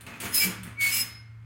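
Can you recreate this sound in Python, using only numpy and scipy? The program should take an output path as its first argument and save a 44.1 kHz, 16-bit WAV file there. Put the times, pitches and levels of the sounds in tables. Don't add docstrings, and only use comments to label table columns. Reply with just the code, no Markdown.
import sys
import numpy as np
from scipy import signal
from scipy.fft import rfft, irfft, next_fast_len
from scipy.io import wavfile
from scipy.ndimage import map_coordinates

SR = 44100
rng = np.random.default_rng(int(sys.argv[2]) if len(sys.argv) > 2 else 0)


def wrap_up_sound(samples):
    columns = np.atleast_2d(samples).T
    tamed = np.clip(columns, -1, 1)
    steps = np.round(tamed * 32767).astype(np.int16)
    wavfile.write(sys.argv[1], SR, steps)


N = 63945
TOP_HZ = 15780


def amp(db):
    return 10 ** (np.asarray(db) / 20)


def unit(x):
    return x / np.sqrt(np.mean(x ** 2) + 1e-20)


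def since(s):
    return np.maximum(np.arange(N) / SR - s, 0)


def along(points, hz):
    f, values = np.transpose(points)
    return np.interp(np.log(hz + 1), np.log(f + 1), values)


def level(rows, outside=None):
    return amp(np.interp(since(0), *np.transpose(rows), left=outside, right=outside))


def wobble(rate):
    return map_coordinates(rng.standard_normal(N + 4), [np.arange(N) * rate / SR])


def filtered(x, response):
    size = next_fast_len(N + SR // 2)
    return irfft(rfft(x, size) * response(np.fft.rfftfreq(size, 1 / SR)), size)[:N]


def coloured(x, points):
    return unit(filtered(x, lambda hz: amp(along(points, hz))))


def slips(rate, spread_db):
    kicks = (rng.random(N) < rate / SR) * rng.choice([-1, 1], N)
    return kicks * amp(spread_db * np.minimum(rng.standard_normal(N), 2))


def ringing(x, modes):
    t = np.arange(SR // 2) / SR
    ring = sum(amp(db - 60 * t / t60) * np.sin(2 * np.pi * (hz * t + rng.random()))
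               for hz, db, t60 in modes)
    return signal.fftconvolve(x, ring / np.linalg.norm(ring))[:N]


# t/s, level/dB
HUM_LEVEL = [(.35, -56), (0.599, -45.5), (1.1, -49.5), (1.399, -44.5)]
# f/Hz, relative level/dB
NOISE_COLOUR = [(20, -47.5), (70, 6.5), (600, -33.5), (1400, -21), (3000, -35), (15000, -54)]
def room_tone(hum_hz=112.4, noise_db=-54.5):
    hum = np.sqrt(2) * level(HUM_LEVEL) * np.sin(2 * np.pi * hum_hz * since(0) + 0.11 * wobble(2.7))
    return hum + amp(noise_db) * coloured(rng.standard_normal(N), NOISE_COLOUR)


# f/Hz, t60/s
ROOM_DECAY = [(600, 0.43), (1500, 0.65), (15000, 0.22)]
def room_tail(x):
    hz, t, spectrum = signal.stft(rng.standard_normal(SR), SR, nperseg=256)
    decay = amp(-60 * t / along(ROOM_DECAY, hz)[:, None])
    tail = signal.istft(spectrum * decay, SR, nperseg=256)[1]
    return signal.fftconvolve(x, np.pad(tail, (SR // 300, 0)) / np.linalg.norm(tail))[:N]


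# f/Hz, level/dB, t60/s
FLOOR_MODES = [(187, -20, 0.12), (340, -34, 0.29), (431.2, -36.5, 0.31)]
# t/s, level/dB
SHUDDER_LEVEL = [(0.45, -40), (0.466, -34.5), (0.497, -31.5), (.53, -49), (.68, -41), (.76, -78)]
def thump(start_s=.444, rise_s=.021, shudder_hz=184.6):
    t = since(start_s)
    boom = sum(amp(db - 60 * t / t60) * np.sin(2 * np.pi * hz * t) for hz, db, t60 in FLOOR_MODES)
    gain = level(SHUDDER_LEVEL, -np.inf) * amp(1.8 * wobble(35))
    shudder = gain * np.sin(2 * np.pi * shudder_hz * t + 0.68 * wobble(25))
    return boom * (1 - np.exp(-(t / rise_s) ** 2)) + shudder


# f/Hz, relative level/dB, t60/s
WIRE_MODES = [(1830, -10, .6), (2137, -5, 1.0), (2789, -8, .55), (3946, -6, .5), (4330, -7, .55),
              (7452, -3, .38), (9390, -3, .33), (10245, 1, .35), (14255, -3, .35)]
def wires(x, count=110, mesh_t60=.07):
    mesh_hz = np.interp((np.arange(count) + rng.random(count)) / count, [0, 1], [2600, TOP_HZ])
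    mesh_modes = [(hz, 2 * rng.standard_normal(), mesh_t60) for hz in mesh_hz]
    return amp(-20) * ringing(x, WIRE_MODES) + amp(-5) * ringing(x, mesh_modes)


def pluck(start_s=1.1):
    impulse = 1.0 * (np.arange(N) == round(start_s * SR))
    return amp(-23) * ringing(impulse, WIRE_MODES[:5])


# t/s, relative level/dB
RATTLE_LEVEL = [(.055, -52.5), (.075, -39.5), (.195, -47.5), (.235, -34), (.35, -45.5), (.45, -36),
                (.52, -39.5), (.61, -58), (.66, -43), (.75, -56.5), (.86, -49.5), (1.03, -46.5),
                (1.25, -68)]
# f/Hz, relative level/dB
RATTLE_COLOUR = [(40, -16), (80, -1), (190, 5.5), (750, -6.5), (1400, -1), (2500, -3), (3500, -15.5),
                 (15000, -27.5)]
def rattle(floor_db=-5):
    chatter = coloured(slips(rate=2500, spread_db=4.5), RATTLE_COLOUR)
    boom = unit(ringing(chatter, FLOOR_MODES))
    return level(RATTLE_LEVEL) * (chatter + amp(floor_db) * boom)


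# t/s, relative level/dB, treble tilt/(dB per octave)
STRIKES = [(.0095, -42, 1.5), (0.066, -36.5, -3), (0.2026, -30.5, 2), (0.256, -28.5, -5), (0.633, -36, 3.5)]
# f/Hz, relative level/dB
STRIKE_COLOUR = [(150, -31.5), (2600, 2), (6500, -16), (9300, -1), (11000, -11.5)]
def knocks(wash_t60=.15, crack_t60=.015, crack_db=4.5):
    out = np.zeros(N)
    for s, db, tilt in STRIKES:
        t = since(s)
        colour = [(hz, band_db + tilt * np.log2(hz / 4000)) for hz, band_db in STRIKE_COLOUR]
        decay = (amp(-60 * t / wash_t60) + amp(crack_db - 60 * t / crack_t60)) / 2
        out += amp(db) * (t > 0) * decay * coloured(rng.standard_normal(N), colour)
    return out


# t/s, relative level/dB
RUB_LEVELS = [
    [(.2, -39.5), (.26, -34), (.3, -55), (.338, -30.5), (.347, -18.5), (.39, -23.5), (.452, -21),
     (.475, -64)],
    [(.787, -59), (.812, -28), (.87, -28.5), (.908, -30), (.94, -24.5), (.995, -25.5), (1.025, -36.5),
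     (1.045, -61.5)],
]
# f/Hz, relative level/dB
RUB_COLOURS = [
    [(200, -27.5), (2500, -17.5), (4000, -13.5), (7500, -9.5), (10500, -1.5)],
    [(200, -33), (700, -14.5), (2500, 5.5), (3500, -2.5), (9000, -2)],
]
# t/s, share of power/0-1
BRIGHT_SHARE = [(0.301, 0), (0.351, 1), (0.429, 0.69), (.87, .05), (.95, 0.77)]
def scrape():
    bright = np.interp(since(0), *np.transpose(BRIGHT_SHARE))
    grains = sum(np.sqrt(share) * coloured(slips(rate=5000, spread_db=5.5), colour)
                 for share, colour in zip((bright, 1 - bright), RUB_COLOURS))
    return sum(level(rub, -np.inf) for rub in RUB_LEVELS) * grains


# t/s, length/s, f/Hz, level/dB
SQUEAKS = [(.115, .065, 2520, -47), (.255, .14, 10050, -43), (.32, .055, 6680, -40),
           (.338, .06, 12900, -33), (.355, .05, 2640, -35)]
def squeaks(sag=.012):
    out = np.zeros(N)
    for s, length, hz, db in SQUEAKS:
        progress = np.minimum(since(s) / length, 1)
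        phase = 2 * np.pi * np.cumsum(hz * (1 - sag * progress)) / SR
        out += amp(db) * np.sin(np.pi * progress) * np.sin(phase + .5 * wobble(150))
    return out


def singing_mode(times, db, hz, release_db_per_s, onset_db_per_s=890, beat_hz=39, waver_hz=35):
    t = since(0)
    free = np.interp(t, [times[np.argmax(db)], times[-1]], [0, 1]) ** .5
    fade_db = release_db_per_s * since(times[-1]) + onset_db_per_s * np.maximum(times[0] - t, 0)
    phase = 2 * np.pi * np.cumsum(np.interp(t, times, hz * np.ones(len(times)))) / SR
    beat = 1 + .27 * free * np.exp(1j * (2 * np.pi * beat_hz * t + wobble(waver_hz)))
    flutter_db = .9 * wobble(130) + 1.5 * free * wobble(waver_hz)
    gain = np.abs(beat) * amp(np.interp(t, times, db) - fade_db + flutter_db)
    jitter = .22 * (1 - free) * (wobble(210) + .5 * wobble(1500))
    return gain, phase + np.angle(beat) + jitter


# t/s, level/dB
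HIGH_LEVELS = [
    [(.32, -55), (.345, -30.5), (.385, -27), (.425, -27), (.45, -40.5)],
    [(.9, -49), (.926, -31.5), (.995, -33.5), (1.018, -25.5), (1.05, -44), (1.19, -52)],
]
HIGH_PITCHES = (5114, 5130)
# t/s, f/Hz, level/dB
LOW_SQUEALS = [
    [(.385, 2330, -60), (.41, 2325, -30.5), (.435, 2303, -23), (.456, 2318, -32.5)],
    [(.76, 2218, -62), (.786, 2262, -35), (.812, 2221, -25), (.846, 2220, -22.5), (.888, 2210, -27),
     (.925, 2216, -36)],
    [(.915, 2835, -43), (.95, 2796, -41.5), (1.0, 2807, -42)],
]
# multiple of the high mode, multiple of the low mode, relative level/dB
SQUEAL_PARTIALS = [
    [(2, 0, -2), (3, 0, -5), (0, 2, -15), (1, 1, -5), (1, -1, -9)],
    [(0, 2, -16), (0, 4, -15)],
    [(2, 0, -3), (0, 2, -3), (1, 1, -1), (1, 2, -1), (1, -1, 0), (2, -1, -7)],
]
def squeal(overtone_growth=.48, flicker_db=2.2):
    highs = [singing_mode(*np.transpose(rows), hz, release_db_per_s=194)
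             for rows, hz in zip(HIGH_LEVELS, HIGH_PITCHES)]
    out = sum(gain * np.sin(phase) for gain, phase in highs)
    for stroke, rows, partials in zip((0, 1, 1), LOW_SQUEALS, SQUEAL_PARTIALS):
        times, low_hz, low_db = np.transpose(rows)
        high, high_phase = highs[stroke]
        low, low_phase = singing_mode(times, low_db, low_hz, release_db_per_s=345.5)
        out += low * np.sin(low_phase)
        rub = level(RUB_LEVELS[stroke])
        grip = np.maximum((rub / rub.max()) ** overtone_growth, amp(-16))
        for m, n, db in partials:
            choke = 1 if n else high / (high + 2 * low)
            share = grip * choke * amp(db + flicker_db * wobble(90))
            mean_gain = (high ** m * low ** abs(n)) ** (1 / (m + abs(n)))
            out += share * mean_gain * np.sin(m * high_phase + n * low_phase)
    return np.sqrt(2) * out


def scene():
    steel = scrape() + rattle() + knocks()
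    song = squeal() + squeaks()
    steel = amp(-3.5) * (steel + wires(steel))
    direct = steel + song + pluck()
    reflections = amp(-3.5) * room_tail(steel + amp(-19.5) * song)
    return (direct + reflections + thump() + room_tone())[None]


def record(dry):
    return filtered(dry[0], lambda hz: 1 / np.sqrt(1 + (hz / TOP_HZ) ** 400))[None]


dry = scene()
out = record(dry)
wrap_up_sound(out)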